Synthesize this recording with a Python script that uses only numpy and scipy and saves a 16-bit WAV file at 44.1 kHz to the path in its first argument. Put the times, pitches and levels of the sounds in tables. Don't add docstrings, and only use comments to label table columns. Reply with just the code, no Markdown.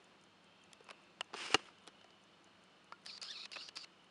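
import sys
import numpy as np
from scipy import signal
from scipy.fft import rfft, irfft, next_fast_len
from scipy.io import wavfile

SR = 44100
rng = np.random.default_rng(int(sys.argv[2]) if len(sys.argv) > 2 else 0)


def unload_wav(signal):
    wavfile.write(
        sys.argv[1],
        SR,
        np.round(np.clip(np.atleast_2d(signal).T, -1, 1) * 32767).astype(np.int16),
    )


def gain_from_decibels(decibels):
    exponent = np.asarray(decibels, float) / 20
    return 10 ** exponent


N = 180829

# (time [s], level [dB], lens cavity hum [dB])
NOISE_LEVELS = [(0, -64.5, -19), (.3, -66.5, -12), (.95, -65, -7), (1.3, -65.5, -17), (1.55, -60, -12),
                (1.75, -65, -7.5), (2.5, -66, -11), (3.0, -66, -15), (3.5, -65, -11), (4.1, -66.5, -7.5)]
# (frequency [Hz], density [dB per Hz])
NOISE_COLOUR = [(15, -57), (25, -17), (122, -11.5), (171, -0.5), (238, -3.5), (359, -3.5), (775, -4.5),
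                (1330, -4.5), (1900, -10), (3010, -7.5), (3340, -13), (4310, -15), (4780, -18.5),
                (9540, -28), (11400, -32), (14800, -72), (22000, -120)]
# (frequency [Hz], width [Hz], level [dB])
NOISE_PEAKS = [(100.2, 16, -25.5), (188, 37, -20), (341, 38, -12.5), (1300, 130, -22), (3610, 49, -17),
               (4300, 140, -17), (5130, 31, -22.5)]
# (frequency [Hz], opens [s], shuts [s])
LENS_CAVITIES = [
    (3150, 0.0, .7),
    (2670, .45, 1.54),
    (2960, 1.54, 4.2),
]
# (frequency [Hz], level [dB rms])
APPLIANCE_LINES = [(100, -88), (174, -82.5), (199, -81)]
# (frequency [Hz], level [dB], t60 [s])
WATCH_PLATES = [(6100, -3, 0.015), (6630, 1, 0.011), (7050, 0.5, 0.017), (8500, -9, 0.014),
                (9000, -7, .012), (9700, -6, .02), (10960, -7, .009)]
WHEEL_DROPS = [-53, -52.5, -57, -50, -52, -56, -53.5, -55, -54, -59, -59, -53.5, -52.5, -54.5, -55, -59,
               -56, -56, -56, -56, -57.5]
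# (time [s], peak [dB], thud under it [dB], sharp edge over it [dB], panel ring [Hz])
BODY_KNOCKS = [(0.2124, -60, -16, -7, 970), (.7165, -64, 2.5, -9, 850), (0.7312, -42.5, -29, -6.5, 3320),
               (0.8046, -59, 3, -14, 458), (0.8664, -60, -1.5, -16, 1280), (0.8879, -45.5, -6, -18.5, 2670),
               (0.9004, -43, -12.5, -21, 2520), (0.9083, -38, -11, -14, 2750), (1.3324, -50, 3, -22, 330),
               (1.3399, -37.5, -3.5, -27, 970), (1.3454, -42, -1.5, -27, 450), (1.503, -47, .1, -18, 473),
               (1.592, -49, -3.5, -21, 3200), (1.655, -54, -11, -18, 3300), (1.6854, -61, 7, -17, 1300),
               (1.7844, -55, -22, -14, 2890), (1.304, -70, 9, -11, 820), (1.869, -52, -9, -6, 3300),
               (1.8751, -40, -11, -9, 3300), (1.883, -52, -2.5, -18, 546), (2.0118, -54, -13.5, -22, 3050),
               (2.0428, -52.5, -6, -11.5, 689), (2.1044, -55, -8.5, -30, 396), (2.4734, -66, 4, -11, 630)]
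FOCUS_REVERSALS = [
    (3.2237, -45, -10, -18, 4500),
    (3.5576, -37.5, -11, -21, 2570),
    (3.5653, -33.5, -11, -27, 2650),
]
# (time [s], peak [dB], sharp edge over it [dB], ring [Hz])
GEAR_SLACK = [(3.0508, -54.5, -4, 4000), (3.0572, -44, -19, 5070), (3.0628, -35, -13, 4970),
              (3.1773, -41, -16, 4440), (3.2148, -50, 2.5, 4860), (3.2293, -35, -5.5, 5180),
              (3.455, -36.5, -23, 2580), (3.5167, -38.5, -12.5, 4950), (3.5311, -40, -26, 2770),
              (3.5384, -45, -21, 4450), (3.6401, -53, -11, 4950), (3.6872, -35.5, -21, 4480),
              (3.7556, -48, -2.5, 4960), (3.7645, -40, -16, 3750), (3.7698, -32.5, -15, 4700),
              (3.8441, -41, -13, 4300)]
# (time [s], peak [dB])
LEVER_CLICKS = [
    (1.2085, -23.5),
    (2.9228, -34),
]
# (frequency [Hz], level [dB], t60 [s])
SHELL_MODES = [
    [(748, -12, 0.022), (1016, -14, 0.018), (1290, -4, 0.022), (1640, -17, 0.014), (1890, -21, 0.025),
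     (2720, -3.5, 0.018), (2860, -3.5, 0.016), (4320, -17, 0.015), (5200, -19, .01), (6140, -14, 0.0063),
     (7200, -17, .007), (8700, -13, .005), (9500, -13.5, .005)],
    [(910, -15.5, 0.031), (1330, 1.5, 0.016), (1410, -10, 0.11), (1700, -3, 0.014), (2200, -3.5, 0.016),
     (2800, -13, .02), (3640, -15, 0.012), (4500, -14, 0.021), (5000, -11, 0.01), (7000, -24, .008)],
]
CLICK_CRACK = (.18, .12)
# (frequency [Hz], density [dB per Hz])
RUB_COLOUR = [(88, -53), (150, -30), (339, -10), (584, -18), (781, -11), (2000, -9), (2780, -4.5),
              (3520, -14), (5140, -15), (9190, -21), (11400, -38), (14800, -70), (22000, -120)]
# (frequency [Hz], width [Hz], level [dB])
RUB_PEAKS = [(1280, 300, -20), (2780, 200, -.3), (5130, 250, -15), (8400, 340, -14)]
# (time [s], peak [dB], contact hardness [Hz])
BARREL_HITS = [
    (1.5436, -16, 9000),
    (1.5437, -12, 8000),
    (1.5464, -13, 3000),
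    (1.5527, -26, 2500),
]
# (frequency [Hz], level [dB], t60 [s])
BARREL_MODES = [(190, -14, 0.02), (256, -6, .025), (320, .7, 0.024), (433, -.5, 0.028), (507, -15, .02),
                (748, -3, 0.026), (967, -12.5, 0.039), (1120, -18, 0.035), (1264, -1.5, 0.055),
                (1500, -6.5, 0.02), (1880, -.3, 0.02), (2460, -5.5, 0.03), (2850, 6, 0.032),
                (3500, -8.5, 0.027), (4380, 3, 0.0095), (5290, -6.5, 0.018), (9440, -2, .01)]
# (time [s], level [dB], whine centre [Hz], gear mesh [Hz])
FOCUS_RUNS = [
    [(3.052, -68, 4700, 1500), (3.062, -52, 4940, 1500), (3.085, -49, 4500, 1450), (3.11, -49, 4050, 1030),
     (3.13, -50.5, 4870, 950), (3.18, -53.5, 4830, 960)],
    [(3.215, -45, 4940, 1300), (3.25, -45.5, 4630, 1410), (3.28, -51.5, 4300, 1540),
     (3.312, -52, 4380, 1890), (3.34, -50.5, 3970, 1390), (3.37, -49.5, 3900, 1210),
     (3.457, -50, 4070, 1290)],
    [(3.518, -52, 4900, 1300), (3.54, -47.5, 4640, 1330), (3.562, -56, 3700, 1300),
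     (3.59, -49.5, 3900, 1420), (3.62, -48, 4700, 1420), (3.65, -54, 5200, 1460), (3.689, -52, 4900, 1450)],
    [(3.756, -49.5, 4830, 1300), (3.772, -43, 4300, 1334), (3.785, -52.5, 4950, 1320),
     (3.82, -52.5, 4770, 1400), (3.846, -50, 4500, 1400)],
]
# (frequency [Hz], density [dB per Hz])
MOTOR_SPECTRUM = [(290, -45), (500, -18), (855, -11), (1300, -13), (2060, -10.5), (2500, -6), (3170, -7),
                  (3800, 1), (6250, -14), (9890, -19.5), (11400, -54), (14800, -82), (22000, -120)]
# (frequency [Hz], width [Hz], level [dB])
HOUSING_PEAKS = [(1290, 140, -14), (4480, 230, 6.5), (4950, 68, -5), (5460, 340, -2.5), (5700, 100, -20),
                 (7760, 280, -28), (6790, 78, -20), (8450, 200, -17), (10000, 160, -32)]
# (ratio to whine centre, width [Hz], level [dB])
WHINES = [(.98, 350, 2.1), (1.12, 380, -1.5)]
# (multiple of mesh rate, level [dB])
MESH_SQUEAL = [(1, -10), (2, 1), (3, -4.5), (4, -35)]

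FIRST_BEAT_S, BEAT_S, TOCK_EARLY_S = .0427, .2, .0051
PALLET_HZ, PALLET_T60_S = 8880, .012
TICK_UNLOCK_DB, TOCK_UNLOCK_DB, UNLOCK_SPREAD_DB, DROP_CRACK_DB = -79, -72, 1.5, -4
SHARP_T60_S, T60_S_PER_DULL_DB = .015, .0006
SLACK_THUD_DB = -23
SLIDE_START_S, SLIDE_STOP_S, SLIDE_DB = 1.335, 1.542, -46.5
SLIDE_ATTACK_S, SLIDE_FROM_DB, PRESS_S, PRESS_DB = .037, -20, .03, 3.1
LET_GO_DB, LET_GO_DB_PER_S = 4, 180
SETTLE_S, SETTLE_DB, SETTLE_DB_PER_S = 1.67, -60.5, 330
LOADED_HZ, SQUEAL_DB, SQUEAL_DB_PER_KHZ_FREE = 4350, -6.5, 26
QUIET_MESH_HZ, SQUEAL_DB_PER_KHZ_SLOW, SQUEAL_DB_PER_KHZ_FAST = 1200, 90, 13
IDLE_CAVITY_DB = -22
MIC_LOW_HZ, MIC_HIGH_HZ, CUTOFF_HZ = 44.7, 10400, 12600
PORT_NOTCH_HZ, PORT_NOTCH_WIDTH_HZ, PORT_NOTCH_DEPTH = 8000, 290, 0.39


def rms_one(x):
    return x / np.sqrt(np.mean(x ** 2) + 1e-20)


def peak_one(x):
    return x / (np.abs(x).max() + 1e-20)


def in_time(rows, start=0, size=N):
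    s, *columns = np.transpose(rows)
    return [np.interp((start + np.arange(size)) / SR, s, c) for c in columns]


def add(out, s, x):
    at = round(s * SR)
    out[at:at + len(x)] += x[:N - at]


def band_pass(x, order, low_hz, high_hz):
    return signal.sosfilt(signal.butter(order, [low_hz, high_hz], "band", fs=SR, output="sos"), x)


def high_pass(x, hz):
    return signal.sosfilt(signal.butter(2, hz, "high", fs=SR, output="sos"), x)


def drift(rate, size):
    r = np.exp(-2 * np.pi * rate / SR)
    noise = rng.standard_normal(size + 8000)
    return rms_one(signal.lfilter([1], [1, -2 * r, r * r], noise)[8000:])


def coloured(x, spectrum):
    hz, db = np.transpose(spectrum)
    size = next_fast_len(len(x))
    grid = np.log(np.fft.rfftfreq(size, 1 / SR) + 1)
    gain = gain_from_decibels(np.interp(grid, np.log(hz), db))
    return rms_one(irfft(rfft(x, size) * gain, size)[:len(x)])


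def resonance(x, hz, width_hz, state=None):
    r = np.exp(-np.pi * width_hz / SR)
    top = (1 - r * r) / 2 * np.array([1, 0, -1])
    return signal.lfilter(top, [1, -2 * r * np.cos(2 * np.pi * hz / SR), r * r], x, zi=state)


def resonances(x, peaks):
    return sum(gain_from_decibels(db) * rms_one(resonance(x, hz, width)) * (-1) ** k
               for k, (hz, width, db) in enumerate(peaks))


def gliding(x, hz, width_hz):
    out, state = np.zeros(len(x)), np.zeros(2)
    for i in range(0, len(x), 128):
        out[i:i + 128], state = resonance(x[i:i + 128], hz[i], width_hz, state)
    return rms_one(out)


def ring(x, hz, t60):
    r, w = gain_from_decibels(-60 / (max(t60, 1e-3) * SR)), 2 * np.pi * hz / SR
    return signal.lfilter([0, np.sin(w)], [1, -2 * r * np.cos(w), r * r], x)


def burst(t60, seconds=.12, rise_s=0.00053):
    t = np.arange(round(seconds * SR)) / SR
    decay = gain_from_decibels(-60 * t / max(t60, 1e-3))
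    return rng.standard_normal(len(t)) * decay * (1 - np.exp(-t / max(rise_s, 1e-5)))


def grains(size, per_s, spread_db):
    sizes = gain_from_decibels(spread_db * np.minimum(rng.exponential(1, size), 5)) * rng.choice([-1, 1], size)
    return sizes * (rng.random(size) < per_s / SR) + 1e-9


def hiss():
    level_db, hum_db = in_time(NOISE_LEVELS)
    t = np.arange(N) / SR
    sound = coloured(rng.standard_normal(N), NOISE_COLOUR) * gain_from_decibels(0.23 * drift(3, N))
    for peak in NOISE_PEAKS:
        sound += resonances(rng.standard_normal(N), [peak]) * gain_from_decibels(1.1 * drift(6.5, N))
    for hz, opens, shuts in LENS_CAVITIES:
        cavity = rms_one(resonance(rng.standard_normal(N), hz, 70))
        cavity_db = np.where((t >= opens) & (t < shuts), hum_db, IDLE_CAVITY_DB)
        sound += cavity * gain_from_decibels(cavity_db + 2 * drift(24.9, N))
    return sound * gain_from_decibels(level_db - 1.12)


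def hum():
    t = np.arange(N) / SR
    out = np.zeros(N)
    for hz, db in APPLIANCE_LINES:
        level = np.sqrt(2) * gain_from_decibels(db + 2.0 * drift(2.8, N))
        out += level * np.sin(2 * np.pi * hz * t + .8 * drift(1.2, N))
    return out


def watch():
    out = np.zeros(N)
    for k, drop_db in enumerate(WHEEL_DROPS):
        tock = k % 2
        s = FIRST_BEAT_S + k * BEAT_S - tock * TOCK_EARLY_S
        drop = sum(gain_from_decibels(db + rng.normal(0, 2.5)) * ring(burst(0.0037), hz, t60)
                   for hz, db, t60 in WATCH_PLATES)
        crack = band_pass(burst(0.009), 2, 5200, 11500)
        beat = peak_one(drop) + gain_from_decibels(DROP_CRACK_DB) * peak_one(crack)
        add(out, s, gain_from_decibels(drop_db - 3.1) * peak_one(beat))
        unlock_db = TOCK_UNLOCK_DB if tock else TICK_UNLOCK_DB
        for lead_s, ping_db in ((.02, 0.1), (.013, -2.5), (.008, -4.0)):
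            ping = peak_one(ring(burst(0.0033), PALLET_HZ, PALLET_T60_S))
            level_db = unlock_db + rng.normal(0, UNLOCK_SPREAD_DB) + ping_db
            add(out, s - lead_s, gain_from_decibels(level_db) * ping)
    return out


def knocks(table, ring_db, ring_share):
    out = np.zeros(N)
    for s, peak_db, thud_db, edge_db, hz in table:
        t60 = SHARP_T60_S - T60_S_PER_DULL_DB * edge_db
        bands = ((300, 1600, thud_db + 6.5, 1.1), (1600, 5500, -.3, .7), (5500, 11000, edge_db + 6, .45))
        for low, high, db, lasting in bands:
            band = band_pass(burst(t60 * lasting, rise_s=0.48 / low), 3, low, high)
            if low <= hz < high:
                panel = ring(burst(t60 * 0.49), hz, t60 * ring_share)
                band = peak_one(band) + gain_from_decibels(ring_db) * peak_one(panel)
            add(out, s, gain_from_decibels(peak_db + db) * peak_one(band))
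    return out


def buttons():
    out = np.zeros(N)
    for (s, peak_db), modes, crack_share in zip(LEVER_CLICKS, SHELL_MODES, CLICK_CRACK):
        shell = sum(gain_from_decibels(db) * peak_one(ring(burst(0.0031, .15), hz, t60)) for hz, db, t60 in modes)
        crack = band_pass(burst(0.0055, .15), 2, 900, 9000)
        snap = high_pass(peak_one(shell) + crack_share * peak_one(crack), 500)
        add(out, s, gain_from_decibels(peak_db) * peak_one(snap))
    return out


def zoom_slide():
    size = round(.45 * SR)
    i = np.arange(size)
    t = SLIDE_START_S + i / SR
    rub = grains(size, per_s=6000, spread_db=1.5) * gain_from_decibels(1.3 * drift(44, size))
    sound = rms_one(coloured(rub, RUB_COLOUR) + resonances(rub, RUB_PEAKS))
    fade = np.clip(np.minimum(i / 150, (size - i) / 1500), 0, 1)
    times = [SLIDE_START_S, SLIDE_START_S + SLIDE_ATTACK_S, SLIDE_STOP_S - PRESS_S, SLIDE_STOP_S]
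    moving_db = np.interp(t, times, [SLIDE_FROM_DB, 0, 0, PRESS_DB])
    let_go_db = -LET_GO_DB - LET_GO_DB_PER_S * (t - SLIDE_STOP_S)
    level_db = SLIDE_DB + np.where(t < SLIDE_STOP_S, moving_db, let_go_db)
    settle_db = SETTLE_DB - SETTLE_DB_PER_S * np.abs(t - SETTLE_S)
    out = np.zeros(N)
    add(out, SLIDE_START_S, sound * fade * gain_from_decibels(np.maximum(level_db, settle_db)))
    return out


def barrel_stop():
    out = np.zeros(N)
    for s, peak_db, hard_hz in BARREL_HITS:
        modes = sum(gain_from_decibels(db) * peak_one(ring(burst(0.0051, .2), hz, t60)) for hz, db, t60 in BARREL_MODES)
        crack = band_pass(burst(0.01, .2), 2, 700, 6000)
        hit = peak_one(modes) + 0.9 * peak_one(crack)
        hit = signal.lfilter(*signal.butter(1, hard_hz, fs=SR), hit)
        add(out, s, gain_from_decibels(peak_db) * peak_one(high_pass(hit, 170)))
    return out


def focus_motor():
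    out = np.zeros(N)
    for run in FOCUS_RUNS:
        start, size = round(run[0][0] * SR), round((run[-1][0] - run[0][0]) * SR)
        i = np.arange(size)
        level_db, whine_hz, mesh_hz = in_time(run, start, size)
        free_khz = np.maximum(whine_hz - LOADED_HZ, 0) / 1000
        slow_khz = np.maximum(QUIET_MESH_HZ - mesh_hz, 0) / 1000
        squeal_db = SQUEAL_DB - SQUEAL_DB_PER_KHZ_FREE * free_khz - SQUEAL_DB_PER_KHZ_SLOW * slow_khz
        squeal_db += SQUEAL_DB_PER_KHZ_FAST * (mesh_hz - QUIET_MESH_HZ) / 1000
        motor_steps = 1 + 0.079 * np.sin(2 * np.pi * 200 * i / SR)
        rattle = grains(size, per_s=12000, spread_db=1.9) * motor_steps * gain_from_decibels(0.91 * drift(55, size))
        sound = gain_from_decibels(-1.5) * coloured(rattle, MOTOR_SPECTRUM) + resonances(rattle, HOUSING_PEAKS)
        for ratio, width_hz, db in WHINES:
            sound += gain_from_decibels(db) * gliding(rattle, ratio * whine_hz, width_hz)
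        squeal = np.zeros(size)
        for k, db in MESH_SQUEAL:
            unsteady_hz = k * mesh_hz * (1 + 0.0099 * drift(40, size))
            squeal += gain_from_decibels(db) * gliding(rattle, unsteady_hz, 40 * k)
        sound = rms_one(sound) + gain_from_decibels(squeal_db - 4.5 + 3.5 * drift(30, size)) * squeal
        fade = np.clip((size - i) / 90, 0, 1)
        add(out, run[0][0], sound * gain_from_decibels(level_db - 1.97) * fade)
    return out


def scene():
    slack = [(s, db, SLACK_THUD_DB, edge_db, hz) for s, db, edge_db, hz in GEAR_SLACK]
    body = knocks(BODY_KNOCKS + FOCUS_REVERSALS, ring_db=2.5, ring_share=0.62)
    body += knocks(slack, ring_db=-4.0, ring_share=0.66)
    body = high_pass(body + buttons(), 220)
    return (hiss() + hum() + watch() + body + zoom_slide() + barrel_stop() + focus_motor())[None]


def low_pass(x):
    return signal.sosfilt(signal.butter(12, 11570, fs=SR, output="sos"), x)


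def record(dry):
    thin = band_pass(dry, 2, MIC_LOW_HZ, MIC_HIGH_HZ)
    port = thin - PORT_NOTCH_DEPTH * resonance(thin, PORT_NOTCH_HZ, PORT_NOTCH_WIDTH_HZ)
    mix = signal.sosfilt(signal.cheby2(6, 35, CUTOFF_HZ, fs=SR, output="sos"), port)
    return low_pass(mix)


dry = scene()
out = record(dry)
unload_wav(out)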